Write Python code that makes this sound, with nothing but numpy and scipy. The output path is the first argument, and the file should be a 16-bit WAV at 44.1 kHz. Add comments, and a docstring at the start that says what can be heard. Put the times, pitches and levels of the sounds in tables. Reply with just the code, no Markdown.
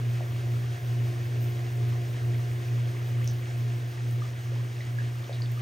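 """Poolside, a hand-held phone close to a pump and its open filter box. From the start the induction
motor's mains hum throbs against twice the rate of its slipping shaft, impeller vanes sing and water
rushes through pipes and housing. Bubbles pop throughout; spray fizzes in bursts, most just after 3 s.
Then the phone turns toward the pool, the pump eases off a few dB, and the pops crowd in at the end."""
import sys
import numpy as np
from scipy import signal
from scipy.fft import rfft, irfft, next_fast_len
from scipy.io import wavfile
from scipy.ndimage import uniform_filter1d

SR = 44100
rng = np.random.default_rng(int(sys.argv[2]) if len(sys.argv) > 2 else 0)


def int16_out(signal):
    """Quantize to a 16-bit WAV file."""
    q = np.round(np.clip(np.atleast_2d(signal).T, -1, 1) * 32767)
    wavfile.write(sys.argv[1], SR, q.astype(np.int16))


N = 247797
TIME = np.arange(N) / SR
SIZE = next_fast_len(N)
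FREQ = np.maximum(np.arange(SIZE // 2 + 1) * SR / SIZE, 1)


def undb(db):
    """dB to gain."""
    return 10 ** (np.asarray(db) / 20)


def curve(table, column):
    """A table column at every frequency, straight on a log axis."""
    table = np.array(table)
    return np.interp(np.log(FREQ), np.log(table[:, 0]), table[:, column])


def wander(rate_hz):
    """Smooth random drift with a spread near 1."""
    hold = int(SR / rate_hz)
    steps = np.repeat(rng.standard_normal(int(N * 100 / SR)), hold)[:N]
    return 1.3 * uniform_filter1d(uniform_filter1d(steps, hold), hold)


# The phone's two microphones. Each row: frequency in Hz, right lag in radians, left minus right in dB.
MIC_BALANCE = [(30, 0.05, -0.45), (130, .17, -0.41), (300, 0.49, 1.09), (500, 0.7, 3.5), (900, .5, 5),
               (1580, 0.02, -3.5), (2150, .2, 0), (3000, 0.77, 0.86), (4500, 0.25, 0), (6500, .3, 0),
               (8500, 0, 0)]
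# Bands where the stereo image shifts; near 11 kHz left and right are alike but opposite in phase.
# Each row: centre in Hz, width in Hz, lag step in half cycles, likeness lost (gained if negative).
STEREO_BANDS = [(30, 25, 0.0012, .2), (600, 230, 0.004, 0.14), (1182.6, 312, -0.9975, 0.64),
                (1793, 257, -0.9955, 0.47), (5000, 2300, 0.0009, .12), (7156, 290, 1, .05),
                (7837, 220, 1, .08), (9686, 560, -1, .25), (11200, 500, .001, -.02), (12677, 690, -1, .15),
                (14500, 2000, .001, .12)]
def microphones(direct, scattered=0):
    """Both microphones hear direct sound with a lag and tilt; scattered sound reaches them unalike."""
    lag, likeness = curve(MIC_BALANCE, 1), .996
    for hz, width, half_cycles, lost in STEREO_BANDS:
        swing = np.tanh((FREQ - hz) / width)
        lag += np.pi / 2 * half_cycles * (1 + swing)
        likeness -= lost * (1 - swing ** 2)
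    likeness = np.clip(likeness, 0, 1)
    mid = rfft(direct, SIZE) * (np.sqrt((1 + likeness) / 2) if np.ndim(scattered) else 1)
    side = rfft(scattered + np.zeros(N), SIZE) * np.sqrt((1 - likeness) / 2)
    tilt = undb(curve(MIC_BALANCE, 2) / 2) * np.exp(.5j * lag)
    return irfft([(mid + side) * tilt, (mid - side) / tilt], SIZE)[:, :N]


# The phone's aim. Each row: time in seconds, share of the turn from pump (0) to pool (1).
AIM = [(0, 0.16), (1.2, 0.04), (3, 0.22), (4.5, 0.93), (5.62, 0.94)]
def off_axis(loss_db, unity_share=.283):
    """Gain of a source that loses loss_db over a whole turn from pump to pool."""
    return undb(loss_db * (unity_share - np.interp(TIME, *np.transpose(AIM))))


def yard(sound, wet_db=-5.5, t60_s=.13, build_s=.024):
    """The nearby box, wall and paving return a short scatter of echoes."""
    t = np.arange(SR // 5) / SR
    echo = rng.standard_normal(len(t)) * undb(-60 * t / t60_s) * np.clip(t / build_s, 0, 1)
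    echo *= undb(wet_db) / np.sqrt(np.sum(echo ** 2))
    return sound + signal.fftconvolve(sound, echo)[:N]


def turbulence(spectrum, swell_db, flicker_db, flicker_hz):
    """Water noise at the microphones, in half-octave bands that swell together and flicker alone."""
    low_hz, high_hz = spectrum[0][0], spectrum[-1][0]
    noise = rfft(rng.standard_normal((2, N)), SIZE) * undb(curve(spectrum, 1)) * np.sqrt(SR / 2)
    noise[:, (FREQ < low_hz) | (FREQ > high_hz)] = 0
    half_octaves = 2 * np.log2(FREQ / low_hz)
    swell, out = swell_db * wander(22), 0
    for band in range(int(2 * np.log2(high_hz / low_hz)) + 2):
        share = np.cos(np.pi / 2 * np.clip(half_octaves - band, -1, 1)) ** 2
        db = swell + flicker_db * wander(flicker_hz)
        db -= uniform_filter1d(db, SR // 4)  # the flow stays even beyond a quarter second
        out += irfft(noise * share, SIZE)[:, :N] * undb(db)
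    return microphones(*out)


# Faint hiss near the filter box. Each row: frequency in Hz, noise density in dB per Hz.
SPRAY_SPECTRUM = [(7500, -115), (9000, -104), (10000, -98), (11700, -100.5), (12300, -96.5), (16500, -99)]
def spray_hiss():
    """Fine spray hisses steadily in the high treble."""
    return off_axis(3) * turbulence(SPRAY_SPECTRUM, swell_db=1.1, flicker_db=1.1, flicker_hz=24)


# The pipework beside the pump. Each row: frequency in Hz, noise density in dB per Hz.
PIPE_SPECTRUM = [(500, -95.5), (800, -85.5), (1100, -86), (1400, -83.5), (1600, -79.5), (2200, -84.5),
                 (3300, -87), (4000, -91.5), (7000, -93), (8500, -98), (10000, -104), (12000, -115)]
def pipe_rush():
    """Water rushes through the pipes, barely fading as the phone turns."""
    return off_axis(1.01) * turbulence(PIPE_SPECTRUM, swell_db=.8, flicker_db=.9, flicker_hz=24)


# Sharp ticks of spray, close and dry. 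Each row: start in seconds, level in dB.
SPRAY_TICKS = [(1.4067, -39), (1.4855, -43), (2.5287, -45), (3.0704, -41), (3.2435, -34), (3.2745, -35.5),
               (3.3108, -39), (3.333, -38), (3.5773, -38), (5.4011, -46), (5.5167, -34)]
# Softer puffs. Each row: start in seconds, level in dB, seconds to fall 60 dB.
SPRAY_PUFFS = [(1.407, -45, 0.4), (1.488, -50, .3), (3.075, -51, 0.3), (3.58, -52, .2), (4.12, -52, .4),
               (5.52, -51, .2)]
def spray_fizz(tick_t60_s=.014, grain_db=2.6):
    """Bursts of spray die away as grainy, high-passed crackle."""
    out, t = 0, np.arange(SR // 2) / SR
    ticks = [(start, db, tick_t60_s) for start, db in SPRAY_TICKS]
    for bursts, low_hz, rise_s in (ticks, 10500, .0004), (SPRAY_PUFFS, 12000, .004):
        envelope = np.zeros(N + SR)
        for start, db, t60 in bursts:
            envelope[int(start * SR):][:len(t)] += undb(db - 60 * t / t60) * (1 - np.exp(-t / rise_s))
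        noise = rng.standard_normal(N)
        grain = undb(grain_db * rng.standard_normal(N // 40 + 1).repeat(40)[:N])
        highpass = signal.butter(6, low_hz, "high", fs=SR, output="sos")
        out += signal.sosfilt(highpass, envelope[:N] * noise * grain)
    return out


def trickle(per_s, low_hz, high_hz, floor_db, spread_db, cycles):
    """Bubble rows for a steady, faint trickle of random pops."""
    for when, pitch, size in rng.random((int(per_s * N / SR), 3)):
        hz = low_hz * (high_hz / low_hz) ** pitch
        yield when * N / SR, floor_db + spread_db * size ** 2, hz, cycles, .02


def spatter(big_bubbles, count=30, span_s=.04):
    """Rows for the small bubbles of nearby pitch that each big one throws just after it."""
    for start, db, hz, cycles, glide in big_bubbles:
        db += 2 * min(np.log2(hz / 4000), 0)  # low pops throw less
        octaves = min(1.6 / cycles, .3)
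        for late, faint, pitch in rng.random((count, 3)):
            small_db = db - 20 * (1 + late * faint)
            small_hz = hz * 2 ** (octaves * (2 * pitch - 1))
            yield start + .003 + span_s * late, small_db, small_hz, .7 * cycles, glide


# Distinct pops near the phone. Each row: start in seconds, peak in dB, pitch in Hz,
# main ring in cycles, glide as a share of the pitch.
BIG_BUBBLES = [(.2075, -29, 610, 2.1, .01), (.565, -41, 1300, 8, .01), (.876, -43, 7500, 3, .01),
               (1.139, -40, 1720, 6, .01), (1.591, -40, 1810, 6, .01), (2.253, -40, 1710, 6, .01),
               (2.351, -40, 2150, 6, .01), (2.9687, -37, 2120, 5.4, .01), (3.2281, -37, 2060, 3.6, .01),
               (3.2435, -36.5, 2890, 3.5, .04), (3.2762, -24, 5800, 5.5, .01), (4.112, -39, 8300, 4.4, .01),
               (4.2193, -36, 1212, 13, .01), (4.29, -40, 5500, 3.6, .01), (4.519, -38.5, 479, 4.7, .01),
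               (4.541, -40.5, 5610, 3.53, .01), (4.56, -44, 900, 5, .01), (4.6, -44, 1100, 5, .01),
               (4.768, -43, 4900, 5, .01), (4.8065, -35.5, 2080, 13, -.03), (4.814, -42, 3900, 10, .01),
               (4.851, -39, 7000, 5.4, .01), (4.9856, -30, 1632, 15, .01), (5.019, -41, 1700, 8, .01),
               (5.155, -41, 1350, 7, .01), (5.242, -41, 4050, 6, .01), (5.2945, -29, 540, 2.5, .01),
               (5.32, -40, 660, 6, .01), (5.3273, -39, 4200, 6, -.02), (5.329, -40, 4600, 8, .01),
               (5.333, -39, 3750, 14, .01), (5.345, -43, 3750, 14, .01), (5.355, -41, 3900, 9, .01),
               (5.388, -41, 1750, 6, .03), (5.402, -43, 1010, 6, .01), (5.4201, -31.5, 4500, 12, .02),
               (5.4207, -41, 2900, 3, .01), (5.4594, -38, 3200, 5.7, .03), (5.5742, -39.5, 1225, 10.4, .01),
               (5.6094, -36.5, 3000, 6, .08)]
def bubbles():
    """Each bubble, big or small, swells and rings out briefly, gliding in pitch."""
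    gurgle = trickle(110, 1100, 3200, floor_db=-52, spread_db=11, cycles=4.99)
    droplets = trickle(30, 4500, 14000, floor_db=-57, spread_db=13, cycles=3.5)
    out = np.zeros(N + SR)
    for start, db, hz, cycles, glide in [*gurgle, *droplets, *BIG_BUBBLES, *spatter(BIG_BUBBLES)]:
        t = np.arange(int(4 * SR * cycles / hz)) / SR
        age = 4 * t * hz / cycles  # 1 at the peak
        envelope = undb(db) * age * np.exp(1 - age)
        bend = 1 + glide * np.minimum(age - 2, 2)
        out[int(start * SR):][:len(t)] += envelope * np.sin(2 * np.pi * hz * t * bend)
    return out[:N]


# Each row: centre of a dip in seconds, level change in dB, half width in seconds.
DRONE_DIPS = [(.27, -2, .02), (.61, -3, .015), (.76, -3, .025), (.802, -12, .016), (1.14, -2, .02),
              (1.245, -3, .02), (1.53, -2.5, .02), (1.7, -4, .02), (2.06, -2, .02), (2.13, -2, .015),
              (2.2, -3, .02), (2.645, -6, .022), (2.95, -2, .04), (3.47, -2.5, .03), (3.79, -2, .02),
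              (3.935, -4, .03), (4.37, -4, .02), (4.43, -5, .02), (4.69, -3, .025), (4.83, -3, .025),
              (5.28, -4.5, .04)]
def dips_db():
    """Brief, irregular dips in the level of the low drone."""
    return sum(db * np.exp(-((TIME - at) / width) ** 2) for at, db, width in DRONE_DIPS)


# The pump housing at close range. Each row: frequency in Hz, noise density in dB per Hz.
HOUSING_SPECTRUM = [(20, -96), (33, -84.5), (42, -89.5), (60, -75.5), (80, -70), (100, -60), (108, -59),
                    (114, -59), (124, -64.5), (140, -71.5), (170, -77), (240, -77), (320, -73.5),
                    (420, -76.5), (700, -79), (800, -92)]
def housing_rumble():
    """Turbulence shakes the housing, which booms near the hum's pitch."""
    boom = turbulence(HOUSING_SPECTRUM, swell_db=.5, flicker_db=.9, flicker_hz=9)
    return off_axis(3.5) * undb(.4 * dips_db()) * boom


def pump_tones(multiples, levels_db, waver_db, waver_hz, shaft_hz=58.855, hum_hz=119.94, crest_s=.091):
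    """Sums of shaft and hum multiples; close neighbours align at crest_s, so they throb together."""
    phases, out = rng.uniform(0, 2 * np.pi, 64), 0
    for (shaft, hum), db in zip(multiples, levels_db):
        hz = shaft * shaft_hz + hum * hum_hz
        angle = 2 * np.pi * hz * (TIME - crest_s) + phases[shaft + 2 * hum]
        out += np.sqrt(2) * undb(db + waver_db * wander(waver_hz)) * np.cos(angle)
    return out


# The impeller inside the pump. Each row: shaft multiple, hum multiple. Then each tone's base level in dB.
VANE_TONES = [(3, 0), (5, 0), (3, 1), (6, 0), (7, 0), (5, 1), (8, 0), (10, 0), (12, 0), (13, 0), (18, 0),
              (24, 0), (26, 0), (36, 0), (36, 1), (42, 0)]
VANE_LEVELS = [-71, -62, -69.5, -50.5, -58.5, -68, -73.5, -74, -61, -69, -71, -69.5, -64.5, -79, -74.5, -77]
def impeller_whine():
    """The six-vane impeller sings in wavering tones, loudest at six times the shaft rate."""
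    return off_axis(5.5) * pump_tones(VANE_TONES, VANE_LEVELS, waver_db=2.3, waver_hz=14)


# The motor, up front. Each row: shaft multiple, hum multiple. Then each tone's base level in dB.
MOTOR_TONES = [(2, 0), (0, 1), (4, -1), (-2, 2), (0, 2), (2, 1), (4, 0), (0, 3)]
MOTOR_LEVELS = [-42, -28.3, -53.5, -59.5, -57.5, -64.5, -64, -66.5]
def motor_hum():
    """Mains hum beats with twice the slipping shaft's rate, a little over two throbs a second."""
    hum = pump_tones(MOTOR_TONES, MOTOR_LEVELS, waver_db=.25, waver_hz=4.08)
    return off_axis(2.5) * undb(dips_db()) * hum


def scene():
    """Pump, water and bubbles in stereo, from where the phone is held."""
    pump = motor_hum() + impeller_whine()
    pops = bubbles()
    water = housing_rumble() + pipe_rush() + spray_hiss()
    return water + microphones(pump + yard(pops) + spray_fizz())


def record(dry, top_hz=15780):
    """The phone cuts the highest treble steeply."""
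    return signal.sosfilt(signal.ellip(12, .2, 80, top_hz, fs=SR, output="sos"), dry)


dry = scene()
out = record(dry)
int16_out(out)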